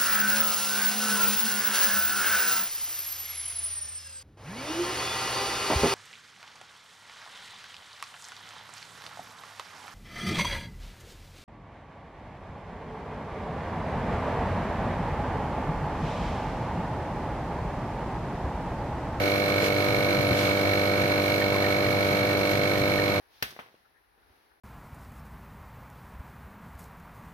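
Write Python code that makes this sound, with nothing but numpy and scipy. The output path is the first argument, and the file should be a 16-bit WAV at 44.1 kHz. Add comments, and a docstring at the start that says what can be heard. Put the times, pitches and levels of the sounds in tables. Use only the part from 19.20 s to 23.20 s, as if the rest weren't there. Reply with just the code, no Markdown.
"""On a wooden workbench, a small refrigeration compressor runs steadily, close by.
Each turn of its shaft drives a piston that kicks the steel shell: a low hum and a ringing buzz,
along with a chattering valve and a pulsing hiss of gas. Hands hold a screwdriver to its terminals:
soft bumps on the bench, light metal ticks, a few ringing parts and brushes of a sleeve."""
import sys
import numpy as np
from scipy import signal
from scipy.fft import rfft, irfft
from scipy.io import wavfile

SR = 44100
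rng = np.random.default_rng(int(sys.argv[2]) if len(sys.argv) > 2 else 0)


def master(y):
    """Save y as 16-bit WAV."""
    cut = np.clip(np.atleast_2d(y).T, -1, 1)
    pcm = np.round(cut * 32767)  # scale
    wavfile.write(sys.argv[1], SR, pcm.astype(np.int16))


N = 176400  # 4 seconds
TURNS_PER_S = 49.458

# The hum's tones, at whole multiples of the shaft's speed: multiple, left_db, right_db
HUM_TONES = [(1, -59.4, -60.0), (2, -35.8, -36.8), (3, -51.7, -51.7), (4, -38.4, -40.0), (5, -60.9, -63.9),
             (6, -34.5, -35.9), (7, -43.4, -37.9), (8, -39.8, -44.1), (9, -40.3, -45.5), (10, -34.0, -34.0),
             (11, -38.6, -37.3), (12, -34.6, -29.4), (13, -38.1, -55.7), (14, -40.4, -41.0),
             (15, -44.4, -43.2), (16, -49.1, -47.8)]
# How loudly the steel shell buzzes at each pitch: pitch_hz, left_db, right_db
SHELL_BUZZ = [(850, -55, -60), (940, -49.5, -51), (1030, -58, -57), (1177, -53, -52), (1288, -45, -44),
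              (1378, -49, -47.5), (1435, -57, -56), (1484, -40.5, -50), (1550, -51, -47.5),
              (1630, -57.5, -50), (1830, -47, -58), (2080, -63, -64), (2140, -51, -51), (2173, -49, -36),
              (2226, -47.5, -32), (2272, -43.5, -37.5), (2322, -38, -39), (2337, -49, -50),
              (2520, -59, -55), (2740, -51.5, -58), (3000, -65, -67), (3280, -60, -60), (3530, -63, -59),
              (4010, -50, -51), (4096, -51, -45), (4140, -62, -45.5), (4204, -50, -40.5), (4230, -60, -50),
              (4326, -54.5, -59.5), (4530, -71, -73), (5280, -65.5, -66), (5800, -81, -80),
              (6650, -70, -82), (7100, -96, -92)]
# How each pitch range lags the kick: pitch_hz, delay_s, phase_scatter_rad, left_lead_rad
KICK_RESPONSE = [(100, .001, .15, .2), (550, .001, .2, .45), (650, .0018, .4, .7), (750, .003, .5, .4),
                 (1350, .0055, 1.1, 1.7), (2000, .005, .7, 2.0), (2176, .0047, .1, 2.2),
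                 (2226, .0047, .1, 2.6), (2325, .004, .1, 4.6), (2500, .004, .6, 5.0),
                 (3950, .002, 1.1, 4.0), (4105, .0026, .5, 3.4), (4204, .0028, .5, 4.4),
                 (4300, .002, .6, 5.2), (4600, .002, 1.1, 5.0)]


def compressor(turns):
    """Both piston strokes make the hum; the shell's buzz swells just after the main kick."""
    cycle_samples = 8192
    multiples = np.arange(1, 146)
    pitch_hz = multiples * TURNS_PER_S
    is_hum = multiples <= len(HUM_TONES)
    delay_s, scatter, left_lead = look_up(KICK_RESPONSE, pitch_hz)
    phase = np.pi - 2 * np.pi * np.cumsum(delay_s * TURNS_PER_S)
    phase += scatter * rng.standard_normal(len(pitch_hz))
    phase += 1.25 * (multiples % 2) * is_hum  # shares the hum between the up and down strokes
    stereo_phase = phase + np.array([left_lead / 2, -left_lead / 2])
    tones = np.exp(1j * stereo_phase) * cycle_samples / np.sqrt(2)
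    hum_multiples, *sides_db = np.transpose(HUM_TONES)
    hum_db = np.array([np.interp(multiples, hum_multiples, side) for side in sides_db])

    def repeat_turn(gains, position):
        """Builds one turn's sound and loops it as the shaft spins."""
        cycle = irfft(np.pad(tones * gains, ((0, 0), (1, 0))), cycle_samples)
        steps = np.arange(cycle_samples) / cycle_samples
        return np.array([np.interp(position % 1, steps, side) for side in cycle])

    hum = repeat_turn(gain(hum_db) * is_hum, turns) * flicker(depth_db=0.14, rate_hz=15)
    shaky_turns = turns + 0.0001 * drift(rate_hz=28)
    buzz = repeat_turn(gain(look_up(SHELL_BUZZ, pitch_hz)) * ~is_hum, shaky_turns)
    return hum + buzz * flicker(depth_db=1, rate_hz=28)


# Shell notes the valve rattles: pitch_hz, width_hz, delay_s, half_length_s, level_db, pan_db
VALVE_NOTES = [(2234, 130, 0.0048, 0.0032, -44, -4.5), (4170, 280, 0.0024, 0.0028, -48.5, -5.5)]


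def valve(turns):
    """The chattering valve rings the shell's two main notes, hardest just after each kick."""
    chatter = np.zeros((2, N))
    for pitch_hz, width_hz, delay_s, half_length_s, level_db, pan_db in VALVE_NOTES:
        from_peak_s = ((turns - delay_s * TURNS_PER_S + .5) % 1 - .5) / TURNS_PER_S
        swell = 0.47 + np.exp(-(from_peak_s / half_length_s) ** 2 / 2)  # never falls silent
        ring = np.array([noise(lambda hz: 1 / (1 + ((hz - pitch_hz) / width_hz) ** 2)) for _ in range(2)])
        chatter += gain(level_db) * pan(pan_db) * normalize(ring * swell)
    return chatter


# The tone of rushing gas and room air: pitch_hz, left_db_per_hz, right_db_per_hz
GAS_HISS = [(20, -80, -83), (43, -70, -75), (75, -63.5, -64), (114, -54.5, -55.5), (185, -61.5, -61.5),
            (430, -59.5, -60.5), (620, -63.5, -64), (845, -66, -65.5), (1380, -67.5, -65.5),
            (2070, -72, -67.5), (3000, -76, -70), (4720, -78, -76), (6830, -83, -82), (6850, -87.5, -88.5),
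            (9100, -87, -89.5), (9500, -82.5, -91), (11040, -86.5, -97), (12000, -78, -87),
            (14000, -80, -89.5)]
# How alike the hiss is in both ears: pitch_hz, likeness (0 to 1)
EAR_LIKENESS = [(40, .45), (120, .65), (450, .72), (900, .25), (2000, .05), (5000, 0), (14000, 0)]


def gas_rush(turns):
    """Gas and room air hiss; the treble puffs once a turn."""
    trim_db, split_hz, puff_depth, puff_delay_s = -0.25, 1970, 0.18, 0.0067
    pitch_hz = np.fft.rfftfreq(N, 1 / SR)
    left, unrelated = rfft(rng.standard_normal((2, N)))
    likeness = look_up(EAR_LIKENESS, pitch_hz)[0]
    right = likeness * left + np.sqrt(1 - likeness ** 2) * unrelated
    hiss = np.array([left, right]) * gain(look_up(GAS_HISS, pitch_hz) + trim_db) * np.sqrt(SR / 2)
    low_share = 1 / (1 + (pitch_hz / split_hz) ** 4)
    lows = irfft(hiss * low_share, N) * flicker(depth_db=0.8, rate_hz=26)
    treble = irfft(hiss * (1 - low_share), N) * flicker(depth_db=1, rate_hz=41)
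    puff = 1 + puff_depth * np.cos(2 * np.pi * (turns - puff_delay_s * TURNS_PER_S))
    return lows + treble * puff


# Hands bump the bench: start_s, level_db
HAND_BUMPS = [(.53, -25), (.58, -27), (.691, -22), (0.719, -26), (0.776, -24), (0.838, -28), (0.936, -23),
              (0.976, -18), (1.025, -22), (1.107, -15.5), (1.118, -15.5), (1.166, -25), (1.834, -22),
              (2.661, -23), (2.91, -20), (3.338, -24), (3.385, -25), (3.608, -20.5)]
# The wood's notes, which each bump raises a little at random: pitch_hz, relative_db, fade_s
BENCH_NOTES = [(85, -15.5, .07), (119, 1, 0.097), (163, -5.5, .05), (250, -3, 0.05)]


def bench_bumps():
    """Hands make the wood thud, with small random nudges in between."""
    bumps = np.zeros(N)
    for start_s, level_db in HAND_BUMPS:
        notes = [(hz * rng.uniform(1.0, 1.145), db, fade_s) for hz, db, fade_s in BENCH_NOTES]
        add(bumps, start_s, gain(level_db) * strike(notes, rise_s=0.0027))
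    nudges_per_s = 14
    nudges = (rng.random(N) < nudges_per_s / SR) * rng.uniform(-1.2, 1, N)
    bumps += gain(-35) * signal.oaconvolve(nudges, strike(BENCH_NOTES, rise_s=0.0013))[:N]
    return bumps * pan(2.2)


# The screwdriver touches a terminal: start_s, level_db
SCREWDRIVER_TICKS = [(1.53, -34), (2.214, -27.5), (2.441, -27.5), (2.66, -32), (3.096, -33), (3.325, -35),
                     (3.56, -29), (3.787, -29)]
# The metal terminal's notes: pitch_hz, relative_db, fade_s
TERMINAL_NOTES = [(1824, 0.5, 0.055), (1900, -1, 0.036), (2880, -8, .02), (3130, -3, .02)]


def screwdriver():
    """Each touch is a tap and a tiny scrape that set the terminal ringing."""
    scrape_s, scrape_strength = 0.014, 0.76
    ticks = np.zeros(N)
    t = np.arange(SR // 20) / SR
    ring = strike(TERMINAL_NOTES, rise_s=0.00086)
    for start_s, level_db in SCREWDRIVER_TICKS:
        scrape = rng.standard_normal(len(t)) * np.exp(-t / scrape_s)
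        touch = (t == 0) + scrape_strength * scrape / np.linalg.norm(scrape)
        add(ticks, start_s, gain(level_db) * signal.oaconvolve(touch, ring))
    return ticks * pan(-2)


# Parts that get nudged: start_s, pitch_hz, level_db, fade_s
PART_RINGS = [(.425, 455, -24, .45), (1.075, 11000, -34, 0.044), (2.35, 1060, -24.5, 0.069)]


def nudged_parts():
    """Each nudged part rings with a single fading note."""
    rings = np.zeros(N)
    for start_s, pitch_hz, level_db, fade_s in PART_RINGS:
        add(rings, start_s, strike([(pitch_hz, level_db, fade_s)], rise_s=0.0022))
    return rings * pan(2.5)


# A sleeve brushes the bench: middle_s, half_length_s, level_db
SLEEVE_BRUSHES = [(.448, 0.03, -33), (1.19, .035, -36), (1.275, 0.067, -40)]
# The tone of rubbing cloth: pitch_hz, relative_db
CLOTH_HISS = [(300, -30), (1500, 5), (3200, 10), (6300, 1), (8500, -6.5), (13000, -6)]


def sleeve():
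    """Cloth slides over the wood in short swells of hiss."""
    t = np.arange(N) / SR
    swells = sum(gain(level_db) * np.exp(-((t - middle_s) / half_length_s) ** 2 / 2)
                 for middle_s, half_length_s, level_db in SLEEVE_BRUSHES)
    return swells * np.array([noise(lambda hz: gain(look_up(CLOTH_HISS, hz)[0])) for _ in range(2)])


def gain(db):
    """Turns decibels into a multiplier."""
    return 10 ** (np.asarray(db) / 20)


def normalize(sound):
    """Scales a sound to an average (rms) level of 1."""
    return sound / np.sqrt(np.mean(sound ** 2) + 1e-20)


def look_up(table, pitch_hz):
    """Reads a table's columns at any pitch, blending between rows."""
    row_hz, *columns = np.transpose(table)
    return np.array([np.interp(np.log(pitch_hz + 1), np.log(row_hz + 1), column) for column in columns])


def pan(db):
    """Gains that make the left side this many decibels louder than the right."""
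    return gain([[db / 2], [-db / 2]])


def add(mix, start_s, sound):
    """Mixes a sound in at the given time."""
    part = mix[round(start_s * SR):][:len(sound)]
    part += sound[:len(part)]


def noise(shape):
    """Noise whose strength at each pitch follows shape(hz)."""
    return normalize(irfft(rfft(rng.standard_normal(N)) * shape(np.fft.rfftfreq(N, 1 / SR)), N))


def drift(rate_hz):
    """Random wandering, up to about the given rate."""
    return noise(lambda hz: np.exp(-(hz / rate_hz) ** 2) * (hz > 0))


def flicker(depth_db, rate_hz):
    """A gain that wavers at random."""
    return gain(depth_db * drift(rate_hz))


def strike(notes, rise_s):
    """Notes ringing after one blow; each drops 60 dB in its fade_s."""
    t = np.arange(SR // 2) / SR
    ring = sum(gain(db - 60 * t / fade_s) * np.sin(2 * np.pi * hz * t) for hz, db, fade_s in notes)
    return (1 - np.exp(-t / rise_s)) * ring


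def scene():
    """The slightly uneven spin of the shaft drives the machine; the hands work beside it."""
    first_kick_s, wobble_turns = 0.0155, 0.0021
    turns = (np.arange(N) / SR - first_kick_s) * TURNS_PER_S + wobble_turns * drift(rate_hz=1.2)
    machine = compressor(turns) + valve(turns) + gas_rush(turns)
    return machine + bench_bumps() + screwdriver() + nudged_parts() + sleeve()


def record(dry):
    """Trims away the deepest bass and the highest treble."""
    lowest_hz, highest_hz = 45, 14270
    bass_cut = signal.butter(2, lowest_hz, "high", fs=SR, output="sos")
    treble_cut = signal.firwin(2047, highest_hz, window=("kaiser", 9), fs=SR)
    return signal.oaconvolve(signal.sosfilt(bass_cut, dry), treble_cut[None], "same")


dry = scene()
out = record(dry)
master(out)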